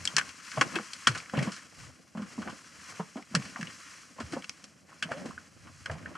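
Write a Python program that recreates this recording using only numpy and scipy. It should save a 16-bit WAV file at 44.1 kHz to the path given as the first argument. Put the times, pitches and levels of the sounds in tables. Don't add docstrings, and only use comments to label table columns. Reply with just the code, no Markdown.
import sys
import numpy as np
from scipy import signal
from scipy.fft import rfft, irfft, next_fast_len
from scipy.io import wavfile
from scipy.ndimage import map_coordinates

SR = 44100
rng = np.random.default_rng(int(sys.argv[2]) if len(sys.argv) > 2 else 0)


def int16_out(signal):
    q = np.round(np.clip(np.atleast_2d(signal).T, -1, 1) * 32767)
    wavfile.write(sys.argv[1], SR, q.astype(np.int16))


N = 272272

# full_weight_s, held_s, grind_db, rumble_db, crunch_db
BOOT_LOADS = [(.1, 0.14, -53.5, -62.5, -52.5), (.58, 0.096, -42, -70, -50),
              (0.749, 0.0088, -39.5, -74.5, -41), (1.09, 0.1, -50, -59, -47),
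              (1.362, 0.075, -35.5, -54.5, -41.5), (1.79, 0.1, -64, -49, -62),
              (2.161, 0.25, -55, -74, -58.5), (2.4, 0.14, -47, -60, -59.5), (2.9, 0.07, -52.5, -65, -55),
              (3.348, 0.13, -50, -57, -53.5), (3.6, 0.092, -53.5, -65, -58), (4.19, 0.088, -60, -75, -59),
              (4.33, 0.029, -44.5, -73, -52), (4.9, 0.048, -72, -91, -59.5),
              (5.05, 0.23, -44.5, -68, -53.5), (5.26, 0.13, -56.5, -55, -62), (5.651, 0.021, -56, -64, -64),
              (5.88, 0.21, -51, -54, -55), (6.1, 0.077, -70, -67.5, -56.5)]
# frequency_hz, relative_db
SLAP_COLOUR = [(200, -54.5), (450, 3), (800, 5), (1500, -14.5), (3000, -57)]
GRIT_HZ = 1523
SOLE_HZ, SOLE_OCTAVES = 561.3, 0.18


def amp(db):
    return 10 ** (np.asarray(db) / 20)


def unit(x):
    return x / np.sqrt(np.mean(x ** 2) + 1e-20)


def along(points, hz):
    point_hz, value = np.transpose(points)
    return np.interp(np.log(hz + 1), np.log(point_hz + 1), value)


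def curves(rows):
    time_s, *columns = np.transpose(rows)
    return [np.interp(np.arange(N) / SR, time_s, column) for column in columns]


def wobble(rate):
    knots = rng.standard_normal(int(N * rate / SR) + 4)
    return map_coordinates(knots, [np.arange(N) * rate / SR])


def filtered(x, response):
    n = x.shape[-1]
    padded = next_fast_len(n + 8192)
    return irfft(rfft(x, padded) * response(np.fft.rfftfreq(padded, 1 / SR)), padded)[..., :n]


def noise(spectrum, size=N):
    return unit(filtered(rng.standard_normal(size), lambda hz: amp(along(spectrum, hz))))


def wide(spectrum, side_db):
    return noise(spectrum) + amp(side_db) * np.outer([1, -1], noise(spectrum))


def around(hz, octaves, size):
    def bell(f):
        return 1 / (1 + (np.log2((f + 1) / hz) / octaves) ** 2) ** 2
    return unit(filtered(rng.standard_normal(size), bell))


def envelope(t, rise, t60):
    shape = (1 - np.exp(-t / rise)) ** 2 * amp(-60 * t / t60)
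    return shape / shape.max()


def add(track, s, sound):
    track[round(s * SR):][:len(sound)] += sound


def load(rows, column):
    arrive_s, leave_t60_s = 0.038, 0.27
    t, power = np.arange(N) / SR, np.zeros(N)
    for row in rows:
        since = t - row[0]
        arriving = np.clip(since / arrive_s + 1, 0, 1)
        leaving_db = -60 * np.maximum(since - row[1], 0) / leave_t60_s
        power += (arriving * amp(row[column] + leaving_db)) ** 2
    return np.sqrt(power)


def pebbles(hz, size):
    grains_per_s, cycles_to_die = 400, 9
    spread_octaves, spread_db = 0.7, 4.5
    count, t = int(grains_per_s * size / SR), np.arange(SR // 100) / SR
    start = rng.integers(size, size=(count, 1))
    pitch = rng.standard_normal((count, 1))
    loud = rng.standard_normal((count, 1))
    cycles = hz * 2 ** (spread_octaves * pitch) * t
    rings = amp(spread_db * loud - 60 * cycles / cycles_to_die) * np.sin(2 * np.pi * cycles)
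    places = start + np.arange(len(t))
    return unit(np.bincount(places.ravel(), rings.ravel(), size)[:size])


def rustle():
    # time_s, swish_db
    motion = [(0, -48.5), (.14, -48), (.4, -52.5), (.54, -45.5), (.72, -49), (1.13, -51.5), (1.3, -54),
              (1.47, -49), (1.72, -59), (1.83, -50.5), (1.93, -61), (2.12, -64), (2.33, -53), (2.72, -56),
              (2.9, -49), (3.07, -56), (3.27, -59.5), (3.42, -49), (3.55, -52), (4.0, -52), (4.14, -58),
              (4.33, -53), (4.85, -66.5), (4.93, -61.5), (5.2, -55), (5.55, -61.5), (5.8, -58),
              (6.17, -60.5)]
    # frequency_hz, relative_db
    swish_colour = [(1500, -20), (3500, -3), (5600, 4.5), (7500, 1.5), (9700, -5), (13000, -22.5),
                    (16000, -56)]
    # frequency_hz, relative_db
    scuff_colour = [(500, -33), (1000, 0), (1600, 2.5), (2800, -1), (4500, -13.5), (8000, -26.5)]
    strap_db, strap_growth = -57.5, 1.09
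    grain_share = 0.65

    swish_db, = curves(motion)
    flutter_db = 1.1 * wobble(50)
    swish = unit(amp(flutter_db + 0.79 * wobble(240)) * wide(swish_colour, side_db=-43.5))
    scuff = unit(amp(flutter_db + 1.8 * wobble(120)) * wide(scuff_colour, side_db=-9.5))
    crackle = pebbles(GRIT_HZ, size=N)
    crunch = unit(grain_share * crackle + (1 - grain_share) * wide(scuff_colour, side_db=-5.0))
    scuff_db = strap_db + strap_growth * (swish_db - swish_db.mean())
    return amp(swish_db) * swish + amp(scuff_db) * scuff + load(BOOT_LOADS, column=4) * crunch


def ground():
    # time_s, rumble_db, murmur_db
    wind = [(0, -44, -51), (.3, -69, -60.5), (5.1, -71.5, -60), (5.4, -60.5, -59), (5.8, -52.5, -63),
            (6.17, -66, -49)]
    # frequency_hz, relative_db
    rumble_colour = [(35, -34.5), (55, -0.5), (80, -0.5), (120, -4), (170, -7.5), (300, -60)]
    # frequency_hz, relative_db
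    grind_colour = [(100, -17.5), (170, -1), (280, -2), (400, -12.5), (550, -8), (850, -13.5), (1300, -60)]

    wind_db, murmur_db = curves(wind)
    rumble = unit(amp(3 * wobble(8.8)) * wide(rumble_colour, side_db=-7))
    grind_lumps_db = 0.73 * wobble(9.6) + 3.3 * wobble(70)
    grind = unit(amp(grind_lumps_db) * wide(grind_colour, side_db=-6.5))
    rumble_gain = np.hypot(amp(wind_db), load(BOOT_LOADS, column=3))
    grind_gain = np.hypot(amp(murmur_db), load(BOOT_LOADS, column=2))
    return rumble_gain * rumble + grind_gain * grind


def contact(t, hz, bright_db, rise, t60, ring):
    # frequency_hz, relative_db
    knock_colour = [(500, -2.5), (1000, -3), (1700, 7), (3200, 4), (5000, -26.5)]
    # frequency_hz, relative_db
    crack_colour = [(2000, -26), (4200, -3), (6000, -5), (8000, -8.5), (10000, -16), (13000, -45)]

    knock_gain = 0.57 * amp(0.46 * bright_db)
    chatter = 0.38 * around(hz, 0.58, size=len(t)) + knock_gain * noise(knock_colour, size=len(t))
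    spike = (ring + chatter) * envelope(t, rise, 0.5 * t60)
    tail = 0.48 * chatter * envelope(t, rise, 1.3 * t60)
    crack_shape = envelope(t, rise / 2, 0.11 * t60) + 0.8 * envelope(t, rise, t60)
    return spike + tail + amp(bright_db) * noise(crack_colour, size=len(t)) * crack_shape


def clicks():
    # start_s, level_db, ring_hz, brightness_db, decay_s
    tip_hits = [(0.0532, -32, 1810, 14.5, 0.029), (0.075, -29.5, 2420, 8.5, 0.026),
                (.166, -21, 1710, 10.5, 0.025), (0.1698, -16.5, 1674, -14, 0.1),
                (0.1827, -8.5, 1700, -6.5, 0.046), (.196, -21, 1600, -15, .04),
                (0.212, -17.5, 1570, -22, 0.03), (0.2915, -34.5, 2770, -2, 0.073),
                (0.516, -34, 1650, -2, 0.1), (0.6113, -9, 2040, -11.5, 0.035),
                (0.6118, -8.5, 1493, -11, 0.066), (0.617, -11.5, 1080, -21, 0.051),
                (0.7557, -19, 2600, -9.5, 0.096), (0.758, -19, 1600, -37, 0.066),
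                (.787, -22.5, 1270, -18, 0.021), (0.9334, -37.5, 3130, 9, 0.059),
                (1.072, -8, 1344, -5.5, 0.082), (1.202, -34, 2440, -12, 0.045),
                (1.259, -36, 1880, -14, 0.027), (1.297, -34, 1480, -8, 0.033),
                (1.35, -30, 1700, -25, 0.087), (1.3712, -27, 2780, -15, 0.11),
                (1.3891, -23, 1900, -11.5, 0.078), (1.4261, -30.5, 2130, -3, 0.17),
                (1.519, -40.5, 1410, 4.5, 0.31), (1.564, -40, 1720, -1.5, 0.25),
                (2.2202, -34, 1140, -14, 0.12), (3.225, -36.5, 2000, -11, 0.03),
                (3.3506, -10.5, 1640, -5, 0.052), (3.423, -34.5, 2300, -10, 0.062),
                (3.56, -18, 1470, -55, 0.025), (3.566, -29, 887, -30, 0.16),
                (3.6108, -27.5, 1710, -9, 0.056), (3.629, -20.5, 1610, -15, 0.023),
                (3.671, -30, 2880, -16, 0.062), (4.4227, -29.5, 2320, -16, 0.021),
                (4.443, -31, 2700, -5.5, 0.035), (4.4945, -27, 2500, 1, 0.016),
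                (4.6408, -50.5, 1276, 14, 0.065), (5.0243, -22, 1560, -11, 0.08),
                (5.0265, -19, 2960, -10.5, 0.07), (5.038, -29.5, 2920, -9, 0.031),
                (5.113, -33, 1630, -14, .03), (5.308, -34, 1085, -58, 0.097),
                (5.378, -29.5, 1510, -54, 0.04), (5.8587, -18.5, 1456, -14.5, 0.046),
                (5.897, -26, 1664, -39, 0.063), (6.058, -27, 1600, -42, 0.073),
                (6.153, -29.5, 1297, -22, 0.17)]
    # start_s, level_db, t60_s
    shaft_hits = [(0.0752, -16, 0.014), (1.07, -11.5, 0.018)]
    # start_s, level_db, brightness_db
    grit_breaks = [(0.572, -20.5, -20), (0.748, -27, -24), (1.115, -35, 0), (1.149, -20.5, -8),
                   (1.1761, -41.5, 13.5), (1.336, -27, -21), (1.474, -24, -22), (2.172, -30, -14.5),
                   (2.419, -27.5, -12.5), (2.475, -21.5, -27), (2.497, -32, -7), (2.998, -22.5, -31.5),
                   (3.168, -34.5, -9.5), (3.45, -34, -1), (4.1847, -25.5, -30), (4.2017, -27.5, -5),
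                   (4.322, -33.5, 0.5), (4.3329, -30, -4.5), (5.117, -23, -13), (5.177, -34, -13),
                   (5.257, -37, 0.5), (5.6701, -35.5, -18), (5.913, -30, -7.5)]
    snap_hz, snap_t60_s, snap_db = 5450, 0.0038, 6.5
    shaft_hz = 3234
    grit_hz_per_db = 18

    out, t = np.zeros(N + SR), np.arange(SR // 6) / SR
    for s, db, hz, bright_db, t60 in tip_hits:
        ring = 0.71 * np.sin(2 * np.pi * hz * t)
        hit = contact(t, hz, bright_db, rise=0.00021, t60=t60, ring=ring)
        add(out, s + 0.0001, amp(db - 7.0) * hit)
        snap = np.sin(2 * np.pi * snap_hz * t) * envelope(t, 0.0001, snap_t60_s)
        add(out, s, amp(db - 7 + bright_db + snap_db) * snap)
    for s, db, t60 in shaft_hits:
        add(out, s, amp(db) * np.sin(2 * np.pi * shaft_hz * t) * envelope(t, 0.000098, t60))
    for s, db, bright_db in grit_breaks:
        hz = GRIT_HZ + grit_hz_per_db * bright_db
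        ring = 0.59 * pebbles(hz, size=len(t))
        crumble = contact(t, hz, bright_db, rise=0.0014, t60=0.15, ring=ring)
        add(out, s - 0.001, amp(db - 12.5) * crumble)
    return out[:N]


def rock(x):
    # frequency_hz, t60_s
    rock_decay = [(150, 0.31), (1500, 0.073), (8000, 0.063)]
    hz, t, z = signal.stft(rng.standard_normal((2, SR // 3)), SR, nperseg=256)
    fading = amp(-60 * t / along(rock_decay, hz)[:, None])
    tail = signal.istft(z * fading, SR, nperseg=256)[1]
    tail = tail / np.linalg.norm(tail, axis=1, keepdims=True)
    return signal.fftconvolve(x[None], tail, axes=1)[:, :N]


def thuds():
    # start_s, level_db, thump_hz, slap_db
    landings = [(0.141, -37, 164, -30), (0.575, -29, 143, 3), (0.614, -29, 300, 0.5),
                (0.764, -23.5, 350, -11.5), (0.795, -32.5, 230, -7), (1.074, -28.5, 247, -5),
                (1.093, -26, 133, -25), (1.337, -29, 228, 0), (1.378, -18.5, 157.4, -10.5),
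                (1.473, -25, 206, -9), (2.152, -31.5, 198, -9), (2.176, -30, 220, -12),
                (2.194, -30.5, 210, -8), (2.219, -28.5, 215, -27), (2.38, -27.5, 232, -12),
                (2.416, -39, 230, -22), (2.471, -33.5, 214, -6), (2.997, -29, 189, 0),
                (3.158, -31.5, 250, -9), (3.174, -36.5, 270, -3), (3.189, -42.5, 303, 2),
                (3.313, -37.5, 220, -29), (3.345, -22.5, 205.5, -8), (3.365, -25.5, 161, -13),
                (3.39, -33, 206, -30), (3.592, -32, 224, -11), (3.622, -33, 182, -25),
                (4.205, -30.5, 243.5, -10.5), (4.236, -38, 88, -21.5), (4.333, -29.5, 301, -5),
                (4.367, -31.5, 234, 2.5), (5.052, -36.5, 184, -12), (5.114, -37, 232, 9),
                (5.258, -38.5, 252, 1), (5.898, -35.5, 95, 4.5), (5.918, -31.5, 163, -6),
                (5.952, -41.5, 170, 2)]
    thump_cycles = 17

    out, t = np.zeros(N + SR), np.arange(SR // 4) / SR
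    for s, db, hz, slap_db in landings:
        sagging_hz = hz * (0.748 + 0.41 * np.exp(-t / 0.021))
        phase = 2 * np.pi * np.cumsum(sagging_hz) / SR
        thump = 0.9 * np.sin(phase) + 0.3 * around(hz, 0.8, size=len(t))
        thump = thump * envelope(t, 0.0039, thump_cycles / hz)
        knock = np.sin(2 * np.pi * SOLE_HZ * 2 ** rng.normal(0, SOLE_OCTAVES) * t)
        slap = 0.68 * noise(SLAP_COLOUR, size=len(t)) + 0.78 * knock
        slap = slap * envelope(t, 0.0012, 0.076)
        add(out, s - 0.002, amp(db - 0.5) * (thump + amp(slap_db) * slap))
    return out[:N]


def slides():
    # full_weight_s, held_s, level_db
    drags = [(5.112, 0.042, -38), (5.18, 0.017, -59)]
    groan_hz = SOLE_HZ * 2 ** (SOLE_OCTAVES * wobble(35))
    groan = np.sin(2 * np.pi * np.cumsum(groan_hz) / SR)
    rubbing = 1.8 * groan + 0.43 * wide(SLAP_COLOUR, side_db=-13.5)
    return load(drags, column=2) * unit(amp(3.2 * wobble(90)) * rubbing)


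def scene():
    # time_s, left_minus_right_db
    place = [(0, 2), (.8, 2), (1.1, 1), (3, 1), (6.2, 0)]
    treble_hz, treble_pans = 6000, 2.7

    side_db, = curves(place)
    pan = amp([side_db / 2, -side_db / 2])
    tips, boots = clicks(), thuds()
    near = tips + rustle()
    treble = filtered(near, lambda hz: hz ** 2 / (hz ** 2 + treble_hz ** 2))
    panned = pan * (near - treble) + pan ** treble_pans * treble
    echoes = amp(-10.0) * rock(tips + amp(-11.5) * boots)
    return panned + boots + echoes + ground() + slides()


def record(dry):
    # frequency_hz, gain_db
    mic_response = [(25, -40), (55, -16.5), (80, 1), (900, -3.5), (1050, 2.5), (3200, 0), (4200, -1),
                    (13200, -4), (15500, -20.5)]
    # frequency_hz, relative_db
    hiss_colour = [(6000, -28), (10000, 8), (13000, -1), (15500, -29.5)]
    notch_hz, notch_width_hz, top_hz = 3660, 330, 15600

    def response(hz):
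        off_centre, width = notch_hz ** 2 - hz ** 2, 1j * hz * notch_width_hz
        notch = (off_centre + 0.08 * width) / (off_centre + width)
        return amp(along(mic_response, hz)) * notch * (hz < top_hz)

    hiss = amp(-76) * np.array([noise(hiss_colour), noise(hiss_colour)])
    return filtered(dry + hiss, response)


dry = scene()
out = record(dry)
int16_out(out)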